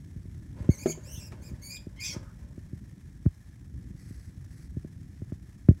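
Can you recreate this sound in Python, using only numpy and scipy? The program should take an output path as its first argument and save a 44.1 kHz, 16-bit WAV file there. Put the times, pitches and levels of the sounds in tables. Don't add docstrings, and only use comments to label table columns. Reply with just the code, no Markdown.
import sys
import numpy as np
from scipy import signal
from scipy.fft import rfft, irfft
from scipy.io import wavfile

SR = 44100
rng = np.random.default_rng(int(sys.argv[2]) if len(sys.argv) > 2 else 0)


def wrap_up_sound(samples):
    columns = np.atleast_2d(samples).T
    tamed = np.clip(columns, -1, 1)
    steps = np.round(tamed * 32767).astype(np.int16)
    wavfile.write(sys.argv[1], SR, steps)


N = 255780
TIME = np.arange(N) / SR

# (f/Hz, relative level/dB)
THROAT = [(1100, -24), (1700, -15), (2300, 4), (3100, -1.5), (3900, -9.5), (4900, 0), (5700, 1), (6600, 0),
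          (7400, 2), (8400, -10.5), (11500, -9), (15500, -18.5)]
# (f/Hz, relative level/dB)
SHAVINGS = [(200, 6), (400, 6), (800, -1.5), (1300, -2.5), (2400, -7.5), (4000, -16.5), (8000, -19),
            (15000, -46)]


def undb(db):
    return 10 ** (np.asarray(db) / 20)


def unit(x):
    return x / np.sqrt(np.mean(x ** 2))


def shape_db(points, hz):
    f, db = np.transpose(points)
    return np.interp(np.log(np.maximum(hz, 1)), np.log(f), db)


def colour(x, points):
    gain = undb(shape_db(points, np.fft.rfftfreq(N, 1 / SR)))
    return unit(irfft(rfft(x) * gain, N))


def wander(hz):
    f = np.fft.rfftfreq(N, 1 / SR)
    return unit(irfft(rfft(rng.standard_normal(N)) / (1 + (f / hz) ** 2), N))


def gate(start, end, attack_s, release_s):
    return np.clip(np.minimum((TIME - start) / attack_s, (end - TIME) / release_s), 0, 1)


def add(out, s, sound, peak_db):
    i = max(int(s * SR), 0)
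    out[i:i + len(sound)] += (undb(peak_db) * sound / np.abs(sound).max())[:N - i]


def mouse(jitter=0.0533, jitter_hz=420, waver=0.0269, waver_hz=127, quiver=0.049, quiver_hz=45,
          shimmer_db=0.5, rasp_hz=380, air_db=-19, arch=1.8, flicker_db=2.0,
          mouth_db=7.5, mouth_width_hz=590, attack_s=0.016, release_s=0.015):
    # (start t/s, crest t/s, end t/s, top pitch f/Hz, pitch sag at the ends/0-1, level/dB,
    #  swell toward the crest/dB, brightness/dB per octave, roughness/0-1, mouth resonance f/Hz)
    squeals = [(0.691, 0.714, 0.77, 2182, 0.14, -47, 4, 0.5, 0.4, 5940),
               (0.765, .835, 0.85, 2352, 0.16, -45, 4.5, 2.5, 0.6, 6300),
               (0.849, 0.907, .936, 2319, .08, -35, 12, 2, .55, 6670),
               (1.024, 1.146, 1.247, 2975, .3, -46, 12.5, 3.5, 0.74, 6860),
               (1.196, 1.247, 1.292, 2780, .24, -49.5, 4.5, 3.5, 0.58, 5670),
               (1.407, 1.464, 1.512, 2505, 0.21, -52.5, 10.5, 3.5, .55, 5340),
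               (1.612, 1.668, 1.74, 2275, 0.08, -45, 8.5, 4.5, 0.39, 4860),
               (1.691, 1.753, 1.784, 2462, 0.07, -42, -1.5, 0, 0.41, 5000),
               (1.957, 1.994, 2.02, 2120, .05, -47.5, 14, -14.5, 0.4, 4350),
               (1.994, 2.059, 2.153, 2504, 0.23, -32.5, 11.5, -1.5, 0.74, 5166)]
    quiver_rate = quiver_hz * (1 + .25 * wander(20))
    tremor = quiver * np.sin(2 * np.pi * np.cumsum(quiver_rate) / SR)
    shake = tremor + jitter * wander(jitter_hz) + waver * wander(waver_hz)
    rasp = shimmer_db * wander(rasp_hz)
    second, beating = second_pitch()
    air = undb(air_db) * colour(rng.standard_normal(N), THROAT)
    out = np.zeros(N)
    k = np.arange(1, 8)[:, None]
    flicker = flicker_db * np.array([wander(40) for _ in k])
    for start, crest, end, top_hz, sag, db, swell_db, tilt_db, rough, mouth_hz in squeals:
        on = (TIME > start) & (TIME < end)
        slack = np.abs(TIME[on] - crest) / max(crest - start, end - crest)
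        hz = top_hz * (1 - sag * slack ** arch) * (1 + rough * shake[on])
        loudness = undb(db - swell_db * slack) * gate(start, end, attack_s, release_s)[on]

        mouth = mouth_db / (1 + ((k * hz - mouth_hz) / mouth_width_hz) ** 2)
        gain_db = shape_db(THROAT, k * hz) + mouth + tilt_db * np.log2(k) + flicker[:, on]
        gain = undb(gain_db) * (k * hz < SR / 2)
        phase = 2j * np.pi * np.cumsum(hz) / SR
        harmonics = gain * np.exp(2j * np.pi * k * np.cumsum(hz) / SR)
        stack = harmonics.sum(0) / np.sqrt((gain ** 2).sum(0))

        sum_tones = beating[on] * np.exp(phase)
        total = np.sqrt(1 + np.abs(second[on]) ** 2 + np.abs(beating[on]) ** 2)
        voice = (stack + second[on] + sum_tones).imag / total
        out[on] += loudness * (unit(voice * undb(rough * rasp[on])) + rough * air[on])
    return out


def second_pitch(jitter=0.055):
    # (start t/s, end t/s, f/Hz, level against the stack/dB, sum tone level/dB)
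    breaks = [(0.838, 0.842, 3020, -26, -3), (0.92, 0.928, 3100, -9, -26), (1.153, 1.195, 3400, -8, -7),
              (1.764, 1.779, 3470, -6, -25), (1.963, 2.001, 3090, -8, -20),
              (2.03, 2.098, 3415, -11.5, -5.5), (2.088, 2.15, 3270, -8, 1.5)]
    tone, beating = np.zeros(N, complex), np.zeros(N, complex)
    shake = wander(450)
    for start, end, hz, db, beat_db in breaks:
        on = (TIME > start) & (TIME < end)
        phase = 2j * np.pi * np.cumsum(hz * (1 + jitter * shake[on])) / SR
        wave = np.exp(phase) * signal.windows.tukey(on.sum(), .2)
        tone[on] += undb(db) * wave
        beating[on] += undb(beat_db) * wave
    return tone, beating


def undertone_and_wheezes(jitter=0.116, swell_db=22):
    # (crest t/s, half length t/s over which the swell falls away, f/Hz, crest level/dB)
    weak_tones = [(2.067, 0.16, 1132, -67), (2.155, 0.048, 1286, -54.5), (2.272, 0.1, 1293, -61.5)]
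    out = np.zeros(N)
    unsteady = 1 + jitter * wander(250.0)
    for crest, half_s, hz, db in weak_tones:
        swell = undb(db - swell_db * ((TIME - crest) / half_s) ** 2)
        out += swell * unit(np.sin(2 * np.pi * np.cumsum(hz * unsteady) / SR))
    return out


def knocks(crack_s=0.013, push_s=0.0019, count=3, bounce_s=.0082, bounce_loss_db=9):
    # (t/s, first peak level/dB, crunch of shavings against the ring/dB)
    blows = [(0.8585, -13, -22.5), (.897, -26.5, -29), (0.975, -36.5, -18), (1.320, -37.5, 19)]
    # (f/Hz, level before the push shapes it/dB, t60 t/s)
    tank_modes = [(160.1, -6, 0.58), (244.6, -2.5, 0.12), (342, 1, 0.084), (384, 7.5, 0.054),
                  (472, -11.5, 0.076), (578, -6.5, 0.065), (633, -5.5, 0.14), (670, -12, 0.063),
                  (1357, -1, 0.045)]
    out, t = np.zeros(N), TIME[:SR // 4]
    ring = np.zeros(len(t))
    for hz, db, t60 in tank_modes:
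        ring += undb(db) * np.sin(2 * np.pi * hz * t) * undb(-60 * t / t60)
    push = np.sin(np.pi * np.minimum(t / push_s, 1)) ** 2
    ring = np.gradient(signal.fftconvolve(ring, push)[:len(t)])
    ring = ring / np.abs(ring).max()
    for s, db, crunch_db in blows:
        for bounce in range(count):
            crack = unit(colour(rng.standard_normal(N), SHAVINGS)[:len(t)]) * np.exp(-t / crack_s)
            blow = ring + undb(crunch_db) * crack
            add(out, s + bounce * bounce_s, blow, db - bounce * bounce_loss_db)
    return out


def bedding(grains_per_s=2500, spread_db=3.5, rise_s=0.027):
    # (push t/s, level/dB, dying away/dB per s)
    moves = [(.58, -54, 21), (.86, -59.5, 12), (1.33, -59.5, 24), (2.15, -49.5, 145), (2.41, -63.5, 53)]
    struck = rng.random(N) < grains_per_s / SR
    strength_db = spread_db * np.minimum(rng.exponential(size=N), 4)
    grains = struck * rng.standard_normal(N) * undb(strength_db)
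    power = np.zeros(N)
    for s, db, fade_db in moves:
        rise = np.exp(np.minimum(TIME - s, 0) / rise_s)
        power += (undb(db - fade_db * np.maximum(TIME - s, 0)) * rise) ** 2
    return colour(grains, SHAVINGS) * np.sqrt(power)


def tank(x, early_db=4, early_t60=0.038, late_db=-4, late_t60=0.25):
    t = TIME[:SR // 2]
    response = np.zeros(len(t))
    for db, t60 in ((early_db, early_t60), (late_db, late_t60)):
        tail = rng.standard_normal(len(t)) * np.exp(-np.log(1000) * t / t60) * (t > .001)
        response += undb(db) * tail / np.linalg.norm(tail)
    response[0] = 1
    return signal.fftconvolve(x, response / np.linalg.norm(response))[:N]


def thumps(lag_cycles=0.38, size=8192):
    # (t/s, peak level/dB, brightness/dB per octave, hard tick of the contact/dB)
    taps = [(0.161, -35, -3.5, -8), (0.254, -36, 2, -12), (0.602, -25.5, -6, -8), (0.69, -6.5, 2, -8.5),
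            (0.825, -33.5, -3, -1), (1.175, -32.5, -4, -3), (1.514, -30.5, -2, -15), (1.868, -28.5, 5, -16),
            (2.163, -27, 2, -7), (2.578, -29, 2, -1), (2.73, -28, -1, -16), (3.254, -23, -4.5, 6),
            (3.261, -10.5, -2.5, 8), (3.903, -33, -4.5, -14), (4.107, -33.5, 0, -12),
            (4.768, -22.5, 0, -14), (4.847, -28, 3.5, -4), (5.219, -26.5, 1, 2.5), (5.321, -23.5, 2, 5),
            (5.687, -2, 0, 3.5), (5.7093, -15.5, 1.5, -4)]
    # (f/Hz, relative level/dB)
    casing = [(25, -40.5), (50, -3), (85, 8), (130, 5.5), (230, -1), (370, -9.5), (470, -25.5), (620, -24),
              (800, -47.5), (1500, -46), (2200, -55), (3200, -72), (6000, -81)]
    out = np.zeros(N)
    hz = np.maximum(np.fft.rfftfreq(size, 1 / SR), 1)
    lead = int(.003 * SR)
    fade_in = np.sin(np.pi / 2 * np.minimum(np.arange(size // 2) / lead, 1)) ** 2
    dispersion = np.exp(-2j * np.pi * lag_cycles * np.log(hz / 150))
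    for s, db, tilt_db, tick_db in taps:
        tilt = tilt_db * np.log2(np.clip(hz, 100, 700))
        tick = shape_db([(520, 0.0032), (1000, tick_db)], hz)
        spectrum_db = shape_db(casing, hz) + tilt + tick
        cepstrum = irfft(np.log(undb(spectrum_db)))
        causal = np.exp(rfft(2 * cepstrum[:size // 2], size))
        wave = np.roll(irfft(causal * dispersion), lead)[:size // 2]
        add(out, s - lead / SR, wave * fade_in, db)
    return out


def handling(lift_db=2.2, uneven_db=2.02):
    # (t/s, rumble level before the lift/dB)
    grip = [(0.0, -46), (0.69, -44.5), (0.89, -51), (1.28, -46.5), (1.47, -45.5), (1.61, -48), (1.87, -50),
            (2.05, -47.5), (2.96, -49), (3.15, -45.5), (3.34, -54.5), (3.55, -50.5), (3.73, -45),
            (4.43, -48.5), (4.6, -47.5), (5.48, -48), (5.8, -49.5)]
    # (f/Hz, relative level/dB)
    rumble = [(13, -52), (22, -31.5), (54, 2.5), (102, 0), (166, -4), (237, -12), (272, -13), (360, -21.5),
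              (427, -33), (484, -30.5), (900, -75), (1170, -96), (1980, -120)]
    grip_db = np.interp(TIME, *np.transpose(grip))
    return colour(rng.standard_normal(N), rumble) * undb(grip_db + lift_db + uneven_db * wander(29))


def background(hiss_db=-68, flicker_db=2.0, motor_ramp_s=0.031):
    # (f/Hz, relative level/dB)
    hiss_colour = [(350, -23), (600, -5), (706, -5), (855, -8), (1530, -8), (1710, 0), (2750, -14.5),
                   (3200, -12.5), (4880, -14.5), (5360, -9), (7330, -13), (7960, -12), (8990, -15.5),
                   (9890, -14), (15500, -24.5)]
    # (start t/s, end t/s, level/dB)
    motor_runs = [(3.954, 4.32, -65.5), (4.489, 4.686, -66)]
    # (f/Hz, relative level/dB)
    whirr_colour = [(900, -2), (2000, 14.5), (3200, -12), (4300, 6), (5600, 10), (7400, 1), (8000, 11),
                    (8800, -2), (9600, 7), (12000, 0), (15000, -10)]
    pulse = unit(1 + .3 * signal.sawtooth(2 * np.pi * 60 * TIME))
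    hiss = colour(rng.standard_normal(N), hiss_colour) * undb(hiss_db + flicker_db * wander(55))
    running = np.zeros(N)
    for start, end, db in motor_runs:
        running += undb(db) * gate(start, end, motor_ramp_s, motor_ramp_s)
    whirr = colour(rng.standard_normal(N), whirr_colour) * running * undb(1.8 * wander(59))
    return (hiss + whirr) * pulse


def scene():
    in_tank = tank(mouse() + undertone_and_wheezes() + bedding())
    on_camera = thumps() + handling() + background()
    return (in_tank + knocks() + on_camera)[None]


def record(dry, top_hz=15750):
    low_pass = signal.ellip(10, .2, 80, top_hz, fs=SR, output="sos")
    return signal.sosfilt(low_pass, dry)


dry = scene()
out = record(dry)
wrap_up_sound(out)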